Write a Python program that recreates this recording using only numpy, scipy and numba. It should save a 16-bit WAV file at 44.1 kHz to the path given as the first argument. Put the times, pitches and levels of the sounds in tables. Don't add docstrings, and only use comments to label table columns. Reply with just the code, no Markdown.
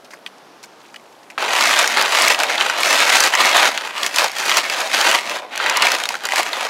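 import sys
import numpy as np
from scipy import signal
from scipy.fft import rfft, irfft
from scipy.io import wavfile
from scipy.ndimage import uniform_filter1d, minimum_filter1d
from numba import njit

SR = 44100
rng = np.random.default_rng(int(sys.argv[2]) if len(sys.argv) > 2 else 0)


def wav_record(signal):
    frames = np.transpose(np.atleast_2d(signal))
    bounded = np.clip(frames, -1, 1)
    quanta = np.round(bounded * 32767).astype(np.int16)
    wavfile.write(sys.argv[1], SR, quanta)


N = 295337
EDGES_HZ = 250, 1100, 4200, 15500


def undb(db):
    return 10 ** (np.asarray(db) / 20)


def at_rms(x, db):
    return x * undb(db) / np.sqrt(np.mean(x ** 2))


def db_at(curve, hz):
    curve_hz, db = np.transpose(curve)
    return np.interp(np.log(hz), np.log(curve_hz), db)


def noise_spectrum(curve):
    hz = np.fft.rfftfreq(N, 1 / SR) + 1
    return rfft(rng.standard_normal(N)) * undb(db_at(curve, hz)), hz


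def flicker(rate_hz):
    hold = int(SR / rate_hz)
    steps = np.repeat(rng.standard_normal(N // hold + 1), hold)
    return 1.5 * uniform_filter1d(uniform_filter1d(steps, hold), hold)[:N]


# frequency_hz, relative_db
MURK_SPECTRUM = [(18, -78), (30, -26), (112, -6.5), (149, 1.5), (252, 8), (760, 10.5), (1960, 0),
                 (5900, -8), (12600, -18.5), (16000, -32)]


def outdoor_murk(level_db=-45.5, flicker_db=1.2):
    spectrum, hz = noise_spectrum(MURK_SPECTRUM)
    out = 0
    for centre_hz in 30 * 2 ** np.arange(0, 9.6, .5):
        share = np.clip(1 - np.abs(2 * np.log2(hz / centre_hz)), 0, 1)
        out = out + undb(flicker_db * flicker(4.4)) * irfft(spectrum * share, N)
    return at_rms(out, level_db)


def hoop_house(direct, t60_s=.036, tail_db=-12, shift_s=.06, tails=10):
    t = np.arange(int(.3 * SR)) / SR
    position = np.arange(N) / SR / shift_s
    out = direct
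    for k in range(tails):
        tail = rng.standard_normal(len(t)) * undb(-60 * t / t60_s) * np.minimum(t / .00024, 1)
        tail = signal.lfilter([1], [1, -.3], tail)
        tail *= undb(tail_db) / np.sqrt(np.sum(tail ** 2))
        crossfade = np.clip(1 - np.abs((position - k) % tails - 1), 0, 1)
        out = out + signal.oaconvolve(direct * np.sqrt(crossfade), tail)[:N]
    return out


@njit
def pops(start_s, hz, cycles, size, rise_cycles):
    out = np.zeros(N)
    for k in range(len(start_s)):
        first, length = int(start_s[k] * SR), int(cycles[k] * SR / hz[k]) + 2
        ring, ring_step = size[k] + 0j, np.exp(2j * np.pi * hz[k] / SR - np.log(1000) / length)
        shut, shut_step = 1., np.exp(-hz[k] / SR / rise_cycles)
        for i in range(first, min(first + length, N)):
            out[i] += ring.imag * (1 - shut) ** 2
            ring *= ring_step
            shut *= shut_step
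    return out


# frequency_hz, relative_db
SHEET_SPECTRUM = [(88, -50), (150, -30), (227, -17), (461, -9), (666, -2), (1900, 1), (2980, -2),
                  (5170, -9), (6770, -10), (8000, -15.5), (13300, -24), (16000, -37)]


def folds(start_s, db, lo_hz, hi_hz, count, run_s, cycles):
    pitch_draw, lag_draw, ring_draw, sign_draw = rng.random((len(start_s), count, 4)).transpose(2, 0, 1)
    hz = lo_hz * (hi_hz / lo_hz) ** ((np.arange(count) + pitch_draw) / count)
    pop_s = start_s[:, None] - np.reshape(run_s, (-1, 1)) * np.log(1 - lag_draw)
    ring_cycles = cycles * (.5 + ring_draw)
    size = undb(db[:, None] + db_at(SHEET_SPECTRUM, hz)) * hz / 1600 * np.sign(sign_draw - .5)
    return pops(pop_s.ravel(), hz.ravel(), ring_cycles.ravel(), size.ravel(), rise_cycles=.25)


# start_s, patch_gain_db, pitch_hz, crease_gain_db, run_s
CRINKLES = [(0.045, -41, 3000, -42, 0.0074), (0.105, -34, 2280, -37.5, 0.02),
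            (0.135, -28.5, 1520, -40, 0.0043), (0.263, -20.5, 2750, -37, 0.00082),
            (0.269, -33.5, 2580, -40, 0.0045), (0.383, -57, 3500, -51, 0.00055),
            (0.629, -39, 3800, -37, 0.005), (0.637, -35, 2040, -32.5, 0.0052),
            (0.801, -36, 3000, -40.5, .12), (0.942, -33, 1960, -41, 0.0026), (0.96, -30, 2700, -39, 0.0021),
            (1.125, -47, 2500, -50, .003), (1.231, -44, 2400, -48, 0.0044),
            (1.301, -30.5, 2130, -38, 0.0047)]


def crinkles():
    start_s, patch_db, hz, crease_db, run_s = np.transpose(CRINKLES)
    hz = hz[:, None]
    patches = folds(start_s, patch_db, hz / 1.43, hz * 1.35, count=24, run_s=run_s, cycles=9.2)
    creases = folds(start_s, crease_db, *EDGES_HZ[2:], count=80, run_s=run_s, cycles=12)
    return patches + creases


# start_s, length_s, patch_start_db, patch_end_db, flap_offset_db, crease_offset_db
TUGS = [(1.418, 0.085, -21.5, -19.5, -3.5, -11.5), (1.541, 0.13, -19, -14.5, -8.5, -7),
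        (1.705, 0.23, -15, -20.5, -7.5, -7), (1.968, 0.085, -16, -16.5, -6.5, -11.5),
        (2.139, .17, -14.5, -15.5, -7, -6.5), (2.395, 0.16, -20.5, -23, -3.5, -10),
        (2.615, 0.092, -21.5, -20.5, -6.5, -10.5), (2.752, .04, -25.5, -26, -3, -16),
        (2.805, 0.12, -21, -15.5, -6, -5), (2.987, 0.13, -17, -12.5, -10, -8),
        (3.157, .11, -12.5, -15, -7.5, -5.5), (3.354, .32, -16, -13.5, -6.5, -9),
        (3.742, 0.16, -26.5, -29, -4, -9.5), (3.973, 0.038, -26, -27.5, -7, -10),
        (4.032, 0.035, -26.5, -26.5, -2, -3.5), (4.09, 0.041, -28.5, -34.5, -5, -6.5),
        (4.174, 0.062, -21, -19, -12, -5), (4.223, 0.02, -18, -15, -4.5, -8),
        (4.376, 0.2, -24.5, -15, -7.5, -6), (4.65, 0.1, -23, -24, -7, -7.5),
        (4.812, 0.062, -23, -24.5, -5, -7), (4.939, .21, -17.5, -18, -6.5, -7.5),
        (5.217, .13, -30.5, -23.5, -3.5, -8.5), (5.42, 0.099, -40, -46.5, 4, -30),
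        (5.573, 0.27, -24.5, -16.5, -6.5, -14), (5.853, .1, -17, -20, -4.5, -8),
        (5.988, .17, -29.5, -31.5, -2.5, -6), (6.259, 0.017, -24, -35, -4, -12),
        (6.323, 0.065, -25.5, -15, -5.5, -6.5), (6.454, 0.22, -28, -26.5, -4, -8.5)]


def tug_gains(now_s, take_up_db_per_s=244, let_go_db_per_s=251):
    power = 0
    for start_s, length_s, start_db, end_db, flap_db, crease_db in TUGS:
        db = np.interp(now_s, [start_s, start_s + length_s], [start_db, end_db])
        db -= take_up_db_per_s * np.maximum(start_s - now_s, 0)
        db -= let_go_db_per_s * np.maximum(now_s - start_s - length_s, 0)
        power = power + (undb(db) * undb([[flap_db], [0], [crease_db]])) ** 2
    return np.sqrt(power)


def rustle(folds_per_s=500, scatter_db=2, hiss_db=(0, -3.5, -3), flicker_db=1.5):
    now_s = np.arange(N) / SR
    gaps, sizes = -np.log(1 - rng.random((9000, 2))).T
    fold_s = np.cumsum(gaps / folds_per_s)
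    fold_db = np.minimum(scatter_db * sizes, 9.5)
    heard = fold_s < N / SR
    spectrum, hz = noise_spectrum(SHEET_SPECTRUM)
    out = 0
    for band, gain in enumerate(tug_gains(now_s)):
        lo_hz, hi_hz = EDGES_HZ[band:band + 2]
        crackle = folds(fold_s[heard], fold_db[heard], lo_hz, hi_hz, count=4, run_s=.0014, cycles=8)
        in_band = (hz >= (lo_hz if band else 0)) & (hz < hi_hz)
        hiss = irfft(spectrum * in_band, N)
        out = out + gain * at_rms(at_rms(crackle, 0) + at_rms(hiss, hiss_db[band]), 0)
    moving = now_s > SNAPS[0][0]
    return moving * out * undb(flicker_db * flicker(40))


# start_s, gain_db, pitch_hz, crease_gain_db
SNAPS = [(1.3785, -5, 1250, -36), (1.6092, 1, 1420, 0), (1.79, 0, 1380, 6), (1.8427, -2.5, 1580, -29),
         (1.8762, -3, 2040, -1), (2.0124, -4.5, 1120, -5), (2.024, -8, 1530, -3), (2.2202, 0, 2330, 6),
         (2.2816, -6, 2200, 6), (2.3017, 4, 2650, -16), (2.3461, -0.5, 2800, -10), (2.39, -14, 774, -8),
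         (2.401, -3, 3400, -6), (2.434, 0.5, 2560, -4), (2.5017, -3, 1610, -13), (2.5807, -0.5, 3600, -24),
         (2.6099, 5, 2970, -10), (2.663, -9, 1380, -12), (2.698, -2.5, 1430, -8), (2.8324, 4.5, 2400, 0),
         (3.204, -5, 1250, 4), (3.2373, 5, 3100, 6), (3.2616, -3, 2400, -7), (3.337, 2, 1770, -13),
         (3.3513, 6, 1950, 4), (3.4556, -13, 850, -3), (3.5686, 3, 3540, 6), (3.75, -15, 2410, -26),
         (3.7764, -0.5, 2860, -12), (3.8504, -11, 2630, -23), (3.8739, -11, 2580, -23),
         (3.98, -9, 3000, -16), (4.0318, -1.5, 3200, -6), (4.047, -8.5, 1740, -14),
         (4.0637, -2.5, 3240, -3.5), (4.145, -17, 2010, -16), (4.1607, -14, 1610, 0), (4.1844, 4, 2860, 4),
         (4.22, -7, 1090, -10), (4.243, -4, 860, -5), (4.282, -12, 4200, -17), (4.3167, -19, 3490, -16),
         (4.3844, -23, 1260, -9), (4.4946, 0, 2160, -3), (4.5159, 3, 3260, -12), (4.57, -2, 1410, 6),
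         (4.6983, -4, 2520, -9), (4.8044, -15, 850, -9), (4.946, -4, 1360, -4), (5.0116, 3, 3000, 3),
         (5.1139, 1, 3000, -4), (5.296, -11, 2580, -14), (5.559, -16, 2490, -15), (5.5766, -9.5, 2740, -11),
         (5.6008, -4.5, 1420, -35), (5.6623, -0.5, 1830, -10), (5.697, -0.5, 2320, -3),
         (5.7716, -20, 3810, 0), (5.8222, 9, 2860, 6), (5.8688, 4.5, 2400, -4), (5.9179, -1, 1450, -1),
         (5.984, -9, 3000, -16), (6.0011, -9, 2500, -15), (6.014, -13, 2200, -22), (6.0372, -6, 3060, -9),
         (6.055, -4, 3700, -12), (6.0896, -4.5, 2640, -6), (6.1054, -11, 950, -24),
         (6.142, -8.5, 1390, -24), (6.153, -8, 1500, -23), (6.2061, -28, 1830, -37),
         (6.2368, -19, 1720, -19), (6.2535, -11, 1440, -6.5), (6.2688, -14, 2070, -14),
         (6.288, -6.5, 1960, -15), (6.321, -3.5, 1990, -12), (6.335, -7, 800, -16), (6.359, -2, 4260, -6.5),
         (6.397, -4.5, 780, -12), (6.431, -9.5, 3140, -9), (6.5313, -7, 3870, -14), (6.595, -14, 2500, -24),
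         (6.6093, -6, 2860, -13), (6.6694, -14, 1130, -37)]


def snaps():
    start_s, db, hz, crease_db = np.transpose(SNAPS)
    main = pops(start_s, hz, cycles=np.full(len(hz), 17.), size=undb(db), rise_cycles=.25)
    patches = folds(start_s, db - 12.5, 806, EDGES_HZ[2], count=8, run_s=.0022, cycles=15.5)
    creases = folds(start_s, crease_db - 4, *EDGES_HZ[2:], count=14, run_s=.0007, cycles=12)
    return main + patches + creases


def scene():
    low_cut = signal.butter(3, 200, "high", fs=SR, output="sos")
    sheet = signal.sosfilt(low_cut, rustle() + snaps() + crinkles())
    return (hoop_house(sheet) + outdoor_murk())[None]


def record(dry, ceiling=.97, window_samples=71, top_hz=15800):
    gain = minimum_filter1d(ceiling / np.maximum(np.abs(dry), ceiling), window_samples)
    limited = dry * uniform_filter1d(gain, window_samples)
    return signal.sosfilt(signal.ellip(10, .2, 80, top_hz, fs=SR, output="sos"), limited)


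dry = scene()
out = record(dry)
wav_record(out)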